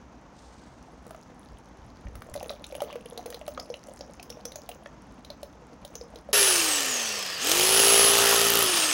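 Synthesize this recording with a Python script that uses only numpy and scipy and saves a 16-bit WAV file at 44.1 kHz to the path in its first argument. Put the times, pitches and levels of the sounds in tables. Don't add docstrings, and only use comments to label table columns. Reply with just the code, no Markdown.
import sys
import numpy as np
from scipy import signal
from scipy.fft import rfft, irfft, next_fast_len
from scipy.io import wavfile
from scipy.ndimage import uniform_filter1d

SR = 44100
rng = np.random.default_rng(int(sys.argv[2]) if len(sys.argv) > 2 else 0)


def dump_mix(stems):
    frames = np.atleast_2d(stems).T
    limited = np.clip(frames, -1, 1)
    pcm = np.round(limited * 32767).astype(np.int16)
    wavfile.write(sys.argv[1], SR, pcm)


N = 393813
TIME = np.arange(N) / SR
GARDEN_START_S = 6.33
BAND_EDGE_HZ = 15900

# start in seconds, gulp in Hz, gulp level in dB, snap in Hz,
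# snap level in dB, spray level in dB before a common trim.
BUBBLES = [(1.0653, 478, -47.5, 1220, -56, -60), (1.1075, 654, -42.5, 1250, -47.5, -53),
           (1.1465, 667, -44, 1220, -48, -66), (2.0683, 580, -50, 1800, -50.5, -80),
           (2.154, 580, -54, 1250, -50, -50.5), (2.22, 480, -56, 1270, -42.5, -54),
           (2.3396, 400, -63, 1920, -46.5, -42), (2.3607, 590, -34.5, 3970, -48, -50),
           (2.375, 588, -39.5, 3680, -50, -60), (2.4284, 536, -35, 1800, -54, -45),
           (2.4593, 480, -43, 1230, -53, -65), (2.4942, 610, -52, 3830, -35, -58),
           (2.5038, 593, -32.5, 1220, -42, -49), (2.5335, 556, -43, 3640, -54, -66),
           (2.6413, 590, -60, 3730, -38.5, -52), (2.7238, 547, -38, 3870, -67, -55),
           (2.751, 585, -36.5, 2820, -43.5, -46), (2.8041, 775, -35.5, 3000, -39.5, -51),
           (2.8188, 580, -25.5, 1170, -41, -41), (2.837, 460, -39.5, 1320, -56, -51),
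           (2.927, 584, -44, 2900, -47, -54), (2.956, 490, -33, 1360, -48, -56),
           (3.0591, 467, -45, 2900, -48, -70), (3.123, 480, -41.5, 1340, -65, -72),
           (3.1761, 474, -39, 4050, -39.5, -46.5), (3.2599, 480, -35.5, 4130, -52, -44.5),
           (3.3026, 500, -45, 5640, -60, -43.5), (3.325, 596, -46, 1750, -46.5, -67),
           (3.344, 493, -40.5, 3970, -40, -48), (3.413, 630, -39.5, 2650, -49.5, -65),
           (3.4795, 605, -31.5, 1190, -47, -42), (3.576, 550, -36.5, 1200, -34.5, -75),
           (3.5974, 470, -57, 5050, -36, -50), (3.701, 503, -32, 5330, -47, -64),
           (3.7405, 580, -42, 2900, -38.5, -62), (3.885, 548, -41, 3070, -62, -60),
           (4.0087, 780, -53, 5340, -41.5, -62), (4.1964, 720, -45, 2540, -45, -73),
           (4.228, 560, -60, 5000, -50, -46), (4.3015, 497, -43.5, 5450, -38.5, -47),
           (4.4531, 500, -38.5, 5740, -34.5, -40.5), (4.519, 550, -51, 4000, -45.5, -53),
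           (4.5568, 620, -40.5, 6400, -38.5, -45), (4.6904, 720, -38.5, 2920, -47, -42),
           (4.7151, 497, -52, 2900, -44.5, -64), (4.8596, 580, -43, 1780, -42.5, -80),
           (5.2476, 480, -60, 3860, -47, -56), (5.302, 606, -40.5, 4150, -40.5, -55),
           (5.4303, 582, -37, 4020, -49, -47.5), (5.8494, 576, -43, 3830, -44, -48.5),
           (5.9535, 470, -43.5, 6340, -37, -47.5), (6.0117, 484, -38.5, 5270, -45, -68),
           (6.158, 463, -44.5, 4000, -47.5, -58), (6.289, 570, -36.5, 1305, -65, -70)]
# time in seconds, level of the tiny bursts in dB.
FIZZ_LEVEL = [(0.3, -80), (0.8, -68), (2.15, -68.5), (2.4, -54), (3.1, -60.5), (4.65, -59.5), (5.0, -71),
              (5.7, -71.5), (5.95, -61), (6.3, -68)]
# frequency in Hz, relative level in dB.
SPRAY_COLOUR = [(300, -16), (1200, -6), (3000, 1.5), (6500, 1.5), (8000, -2.5), (10500, 7.5), (12500, -3),
                (15000, -3), (16500, 17)]
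# centre in seconds, half-length in seconds, level in dB.
SQUELCH = (2.905, 0.035, -42.5)
# frequency in Hz, relative level in dB.
FROTH_COLOUR = [(250, -15), (550, 2), (950, -6), (1500, -14), (3000, -8), (5000, -14), (12000, -26)]

# start in seconds (the first is already at top speed),
# release in seconds, top speed in shaft turns per second.
DRIVEN_STRETCHES = [(6.33, 6.378, 416.5), (7.4, 8.593, 401)]
SPIN_UP_S, COAST_S, FAN_DRAG = 0.161, 1.389, 0.36
FULL_TURNS_PER_S = 400
# frequency in Hz, relative level in dB per Hz.
FIRST_RUSH_COLOUR = [(40, -28), (90, -11.5), (220, -19.5), (440, -3.5), (830, -7), (1200, -8), (2100, -9),
                     (2700, -4.5), (3800, -8), (5300, -4), (7400, -5), (10400, -8), (12000, -10.5),
                     (16000, -15)]
# frequency in Hz, relative level in dB per Hz.
FULLER_RUSH_COLOUR = [(40, -27), (100, -12), (250, -2.5), (450, 0), (950, 1), (1300, 3.5), (2200, -4.5),
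                      (3000, 2), (4300, -1), (6300, -1), (8000, -2.5), (10000, -3), (12000, -9),
                      (16000, -17)]
# frequency in Hz, width in Hz, lift in dB.
HOUSING_MODES = [(1250, 300, 4.5), (1804, 190, 6), (2900, 1050, 5), (4970, 1000, 2.5), (6480, 470, 3),
                 (7180, 370, -3)]
# time in seconds, gain in dB.
ARM_SHADE = [(8.27, 0), (8.47, -2.5), (8.68, -3), (8.78, 0.4)]
# time in seconds, relative level in dB.
WHINE_LEVEL = [(6.55, 0), (6.63, -8), (6.76, 1), (6.84, -13), (6.91, 0), (7.5, -8.5), (7.57, -14),
               (7.63, -1.5), (8.0, 4), (8.11, 2), (8.14, -7), (8.46, -4), (8.52, -18.5), (8.62, -5)]
# engages in seconds, drops out in seconds.
HAMMER_SPAN_S = (7.44, 8.665)
# time in seconds, pressure from 0 to 1.
CHISEL_PRESSURE = [(7.44, 0.46), (7.7, 0.62), (7.8, 0.84), (7.97, 0.95), (8.08, 0.45), (8.35, 0.57),
                   (8.5, 0), (8.62, 0), (8.75, 0.4)]
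# frequency in Hz, relative level in dB.
THUD_COLOUR = [(30, -28), (115, -11.5), (230, 0), (330, -7.5), (450, 11), (520, 8), (580, 2), (680, 6),
               (740, -1.5), (795, 6), (880, -3), (1300, -13), (3000, -24), (8000, -29)]
# frequency in Hz, relative level in dB.
CLANK_COLOUR = [(300, -21), (900, -4.5), (1500, -6), (2200, 0), (3000, 5), (4200, 0.5), (6400, 2.5),
                (9000, -7), (16000, -2.5)]
# frequency in Hz, width in Hz, relative level in dB.
CHISEL_MODES = [(13400, 400, 0), (14000, 900, -15), (10400, 1100, -5)]
SHAKE_HARMONICS_DB = [-8.5, -4, -2, -2, -5]
BITE_S, BITE_DB, BITE_DECAY_S = 7.516, -10.5, 0.0023

# start in seconds, attack in seconds, decay in seconds, level in dB.
SLEEVE = (0.33, 0.06, 0.35, -62)
# frequency in Hz, relative level in dB.
CLOTH_COLOUR = [(500, -14), (2500, -5), (4000, 2.5), (6500, 1), (9000, -3), (11000, -22), (16000, -28)]
# frequency in Hz, 60 dB decay time in seconds.
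ROOM_T60 = [(200, 0.37), (600, 0.23), (2500, 0.13), (6000, 0.22), (9000, 0.15), (15000, 0.23)]
# centre in seconds, level in dB, Gaussian width in seconds.
BUMPS = [(1.522, -50, 0.039), (1.836, -46.5, .04), (1.93, -58, .04), (2.07, -36.5, 0.012),
         (2.16, -47, 0.044), (2.317, -42, 0.023), (2.395, -50, .03)]
# frequency in Hz, relative level in dB.
BUMP_COLOUR = [(20, -12), (45, 4), (100, 1), (170, -11), (300, -34), (1000, -73)]
# frequency in Hz, relative level in dB.
AIR_COLOUR = [(15, -43), (28, -20), (58, 2), (92, -11.5), (157, -6.5), (250, -4.5), (400, -14), (900, -13),
              (2500, -29.5), (4200, -36), (6400, -32), (8000, -47), (11000, -56), (16000, -59)]
AIR_DB = -50.5


def amp(db):
    return 10 ** (np.asarray(db) / 20)


def unit(x):
    return x / np.sqrt(np.mean(x ** 2) + 1e-20)


def read(points, hz):
    f, value = np.transpose(points)
    return np.interp(np.log(hz + 1), np.log(f + 1), value)


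def curve(rows):
    s, value = np.transpose(rows)
    return np.interp(TIME, s, value)


def add(mix, s, sound):
    part = mix[max(round(s * SR), 0):][:len(sound)]
    part += sound[:len(part)]


def shaped_noise(gain_at):
    size = next_fast_len(N)
    spectrum = rfft(rng.standard_normal(size))
    spectrum *= gain_at(np.fft.rfftfreq(size, 1 / SR))
    return unit(irfft(spectrum, size)[:N])


def noise(colour):
    return shaped_noise(lambda hz: amp(read(colour, hz)))


def wander(limit_hz):
    return shaped_noise(lambda hz: 1 / (1 + (hz / limit_hz) ** 2))


def tint(x, colour, size=4096):
    log_gain = np.log(amp(read(colour, abs(np.fft.fftfreq(size, 1 / SR)))))
    response = np.exp(np.conj(signal.hilbert(log_gain)))
    taps = np.fft.ifft(response).real[:size // 2]
    return signal.oaconvolve(x, taps)[:N]


def ring(x, hz, width_hz):
    r = np.exp(-np.pi * width_hz / SR)
    pole = r * np.exp(2j * np.pi * hz / SR)
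    return signal.lfilter([np.sqrt(2 * (1 - r * r))], [1, -pole], x).real


def bubbles(gulp_s=0.0074, rise_s=0.00042, sag=0.099, snap_s=0.003, chirp=0.21,
            spray_s=0.0027, grit=0.71, tear_s=0.0005, spray_trim_db=-1):
    t = np.arange(SR // 12) / SR
    tones, spray = np.zeros(N), np.zeros(N)

    def sized(v, db):
        return amp(db) * v / np.sqrt(np.mean(v[:SR // 100] ** 2))

    gulp_decay, snap_decay = np.exp(-t / gulp_s), np.exp(-t / snap_s)
    gulp_rise, tear = 1 - np.exp(-t / rise_s), 1 - np.exp(-t / tear_s)
    spray_decay = np.exp(-t / spray_s) + 0.07 * np.exp(-t / 0.011)
    for s, gulp_hz, gulp_db, snap_hz, snap_db, spray_db in BUBBLES:
        film, drops = rng.standard_normal((2, len(t)))
        gulp_turns = np.cumsum(gulp_hz * (1 + sag * (2 * gulp_decay - 1))) / SR
        gulp = np.sin(2 * np.pi * gulp_turns) * gulp_decay * gulp_rise
        snap_turns = np.cumsum(snap_hz * (1 + chirp * (.5 - snap_decay))) / SR
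        gritty = grit * ring(film, snap_hz, 0.34 * snap_hz)
        snap = tear * snap_decay * (np.sin(2 * np.pi * snap_turns) + gritty)
        add(tones, s, sized(gulp, gulp_db) + sized(snap, snap_db))
        add(spray, s, sized(tear * drops * spray_decay, spray_db + spray_trim_db))
    tone_colour = [(100, -13), (350, 0.0), (6800, -2.0), (9000, -46), (16000, -24)]
    return tint(tones, tone_colour) + tint(spray, SPRAY_COLOUR)


def fizz(ticks_per_s=130, spread_db=6.0, gulps_per_s=30, gulps_db=4, pitches=14):
    def bursts(per_s, lo_hz, hi_hz, damping):
        size = amp(spread_db * np.minimum(rng.exponential(1, N), 3))
        size *= rng.random(N) < per_s / SR
        kind = rng.integers(0, pitches, N)
        bank = enumerate(np.geomspace(lo_hz, hi_hz, pitches))
        return unit(sum(ring(size * (kind == k), hz, damping * hz) for k, hz in bank))

    gulp_colour = [(150, 3), (400, 3), (900, 3), (2500, -7.5)]
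    gulps = tint(bursts(gulps_per_s, 456, 754, 0.093), gulp_colour)
    ticks = unit(tint(bursts(ticks_per_s, 1800, 10000, .13), SPRAY_COLOUR))
    centre_s, half_s, squelch_db = SQUELCH
    swell = np.exp(-((TIME - centre_s) / half_s) ** 4)
    squelch = amp(squelch_db) * swell * unit(tint(bursts(900, 590, 4550, 0.076), FROTH_COLOUR))
    return amp(curve(FIZZ_LEVEL)) * (ticks + amp(gulps_db) * gulps) + squelch


def shaft_speed():
    speed = np.full(N, float(DRIVEN_STRETCHES[0][2]))
    for start_s, release_s, top in DRIVEN_STRETCHES:
        on, off = round(start_s * SR), round(release_s * SR)
        lag = np.exp(-TIME[:N - on] / SPIN_UP_S)
        speed[on:] = np.cbrt(top ** 3 + (speed[on] ** 3 - top ** 3) * lag)
        left = np.exp(-TIME[:N - off] / COAST_S)
        speed[off:] = speed[off] * left / (1 + FAN_DRAG * (1 - left))
    return speed


def running_level(speed, full_db=-21.5, speed_power=1.69):
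    return amp(full_db + curve(ARM_SHADE)) * (speed / FULL_TURNS_PER_S) ** speed_power


def blow_level(speed, loose_db, pressed_db, speed_power, engage_s=0.033):
    start_s, stop_s = HAMMER_SPAN_S
    engaged = np.clip(np.minimum(TIME - start_s, stop_s - TIME) / engage_s + .5, 0, 1)
    level_db = loose_db + (pressed_db - loose_db) * curve(CHISEL_PRESSURE)
    return engaged * amp(level_db) * (speed / FULL_TURNS_PER_S) ** speed_power


def hammer(speed, turns, thud_db=1.5, return_db=3.5, idle_db=-9, idle_s=0.0013, crack_s=.0028,
           return_lag=.65, ring_s=0.0017, return_s=0.0024, uneven_db=1.4, turns_per_blow=7):
    strokes = (turns - np.interp(BITE_S, TIME, turns)) / turns_per_blow
    thud_level = blow_level(speed, loose_db=-37.5, pressed_db=-29.5, speed_power=1.5)
    ring_level = blow_level(speed, loose_db=-29.5, pressed_db=-42, speed_power=0.33)
    shake_level = blow_level(speed, loose_db=-43, pressed_db=-44.5, speed_power=3.4)
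    active = slice(*(int(s * SR) for s in HAMMER_SPAN_S))

    def even(v):
        return v / np.sqrt(np.mean(v[active] ** 2))

    def hits(lag, spread_db):
        clicks = np.diff(np.floor(strokes - lag), prepend=0).clip(0, 1)
        return clicks * amp(spread_db * rng.standard_normal(N).clip(-2, 2))

    def burst(clicks, decay_s):
        return signal.lfilter([1], [1, -np.exp(-1 / (decay_s * SR))], clicks)

    def clank(clicks, decay_s):
        return even(burst(clicks, decay_s) * noise(CLANK_COLOUR))

    blows, returns = hits(0, uneven_db), hits(return_lag, 2.6)
    thud = amp(thud_db) * even(tint(blows, THUD_COLOUR))
    crack = clank(blows, crack_s)
    rattle = amp(return_db) * clank(returns, return_s)
    idle = amp(idle_db) * running_level(speed) * clank(blows, idle_s)
    scrape = burst(blows, ring_s) * rng.standard_normal(N)
    steel = even(sum(amp(db) * ring(scrape, hz, width_hz) for hz, width_hz, db in CHISEL_MODES))
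    shake = np.sqrt(2) * sum(amp(db) * np.sin(2 * np.pi * k * strokes)
                             for k, db in enumerate(SHAKE_HARMONICS_DB, start=1))
    bite_decay = (TIME > BITE_S) * np.exp(-abs(TIME - BITE_S) / BITE_DECAY_S)
    bite = amp(BITE_DB) * bite_decay * noise(CLANK_COLOUR)
    return thud_level * (thud + crack + rattle) + ring_level * steel + shake_level * shake + idle + bite


def rush(speed, turns, level_db=-1, dull_db_per_octave=16, patch_db=2.88, chatter=0.099,
         flicker_db=1.03, build_s=1.15, relax_s=0.25):
    hz, t, z = signal.stft(rng.standard_normal(N), SR, nperseg=1024, noverlap=768)
    pace = np.interp(t, TIME, speed)
    drift_start_s, drift_back_s, _ = DRIVEN_STRETCHES[-1]
    fuller = np.clip((t - drift_start_s) / build_s, 0, 1)
    fuller *= np.exp(-np.maximum(t - drift_back_s, 0) / relax_s)
    colour_db = np.outer(read(FIRST_RUSH_COLOUR, hz), 1 - fuller)
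    colour_db += np.outer(read(FULLER_RUSH_COLOUR, hz), fuller)
    for mode_hz, width_hz, lift_db in HOUSING_MODES:
        colour_db += (lift_db / (1 + ((hz - mode_hz) / width_hz * 2) ** 2))[:, None]
    octaves_above = np.clip(np.log2((hz[:, None] + 1) / (28 * pace)), 0, 1.1)
    colour_db -= dull_db_per_octave * octaves_above * (1 - pace / 480)
    across_hz = uniform_filter1d(rng.standard_normal(z.shape), size=3, axis=0)
    patches = unit(uniform_filter1d(across_hz, size=24, axis=1))
    gain = amp(colour_db + patch_db * np.tanh(patches))
    band = (hz > 900) & (hz < 8000)
    gain /= np.sqrt((gain[band] ** 2).sum(0) / len(hz))
    air = signal.istft(z * gain, SR, nperseg=1024, noverlap=768)[1][:N]
    flicker = amp(level_db + flicker_db * wander(130))
    return air * running_level(speed) * flicker * (1 + chatter * np.cos(2 * np.pi * turns))


def motor_tones(speed, turns, hum_db=-32.5, hum_power=3.47, labour_db=4, whine_db=-25, whine_power=2.3,
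                skirt_db=-9, jitter_rad=0.2, fade_db=4.5, blades=27):
    pace = speed / FULL_TURNS_PER_S
    shaft = amp(hum_db + 0.75 * wander(25)) * pace ** hum_power * np.sin(2 * np.pi * turns)
    shaft *= amp(labour_db * (curve(CHISEL_PRESSURE) - .5))
    blade = 2 * np.pi * blades * turns
    waver_db = 0.67 * wander(40) + fade_db * abs(1 - pace) * wander(9.9)
    clean = amp(waver_db) * np.sin(blade + jitter_rad * wander(60))
    fuzz = wander(330) * np.sin(blade) + wander(220) * np.cos(blade)
    skirt = amp(skirt_db) * fuzz / np.sqrt(2)
    whine = amp(whine_db + curve(WHINE_LEVEL)) * pace ** whine_power * (clean + skirt)
    return np.sqrt(2) * (shaft + whine)


def sleeve(grain_db=3.0):
    start_s, attack_s, decay_s, db = SLEEVE
    age = np.maximum(TIME - start_s, 0)
    swell = np.minimum(age / attack_s, 1) * np.exp(-np.maximum(age - attack_s, 0) / decay_s)
    return amp(db + grain_db * wander(50)) * swell * noise(CLOTH_COLOUR)


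def workshop(x, wet_db=-8):
    size = SR // 2
    taps = rng.standard_normal(size) * (rng.random(size) < .08)
    taps *= np.arange(size) > SR // 200
    hz, t, z = signal.stft(taps, SR, nperseg=256)
    tail_colour = [(200, 7), (600, 1.5), (2500, 5.5), (4500, 1.0), (6200, 11.0), (8000, -2.0), (15000, 6.0)]
    decay_db = read(tail_colour, hz)[:, None] - 60 * t / read(ROOM_T60, hz)[:, None]
    tail = signal.istft(z * amp(decay_db), SR, nperseg=256)[1]
    return x + amp(wet_db) * signal.oaconvolve(x, tail / np.linalg.norm(tail))[:N]


def room_air(waver_db=1.0):
    return amp(AIR_DB + waver_db * wander(32)) * noise(AIR_COLOUR)


def soft_bumps():
    swells = sum(amp(db) * np.exp(-.5 * ((TIME - s) / width_s) ** 2) for s, db, width_s in BUMPS)
    return swells * noise(BUMP_COLOUR)


def scene():
    indoors = workshop(bubbles() + fizz()) + sleeve() + room_air() + soft_bumps()
    speed = shaft_speed()
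    turns = np.cumsum(speed) / SR
    garden = hammer(speed, turns) + rush(speed, turns) + motor_tones(speed, turns)
    return np.where(TIME < GARDEN_START_S, indoors, garden)[None]


def record(dry):
    lowpass = signal.firwin(401, BAND_EDGE_HZ, window=("kaiser", 8), fs=SR)
    return signal.oaconvolve(dry, lowpass[None], "same")


dry = scene()
out = record(dry)
dump_mix(out)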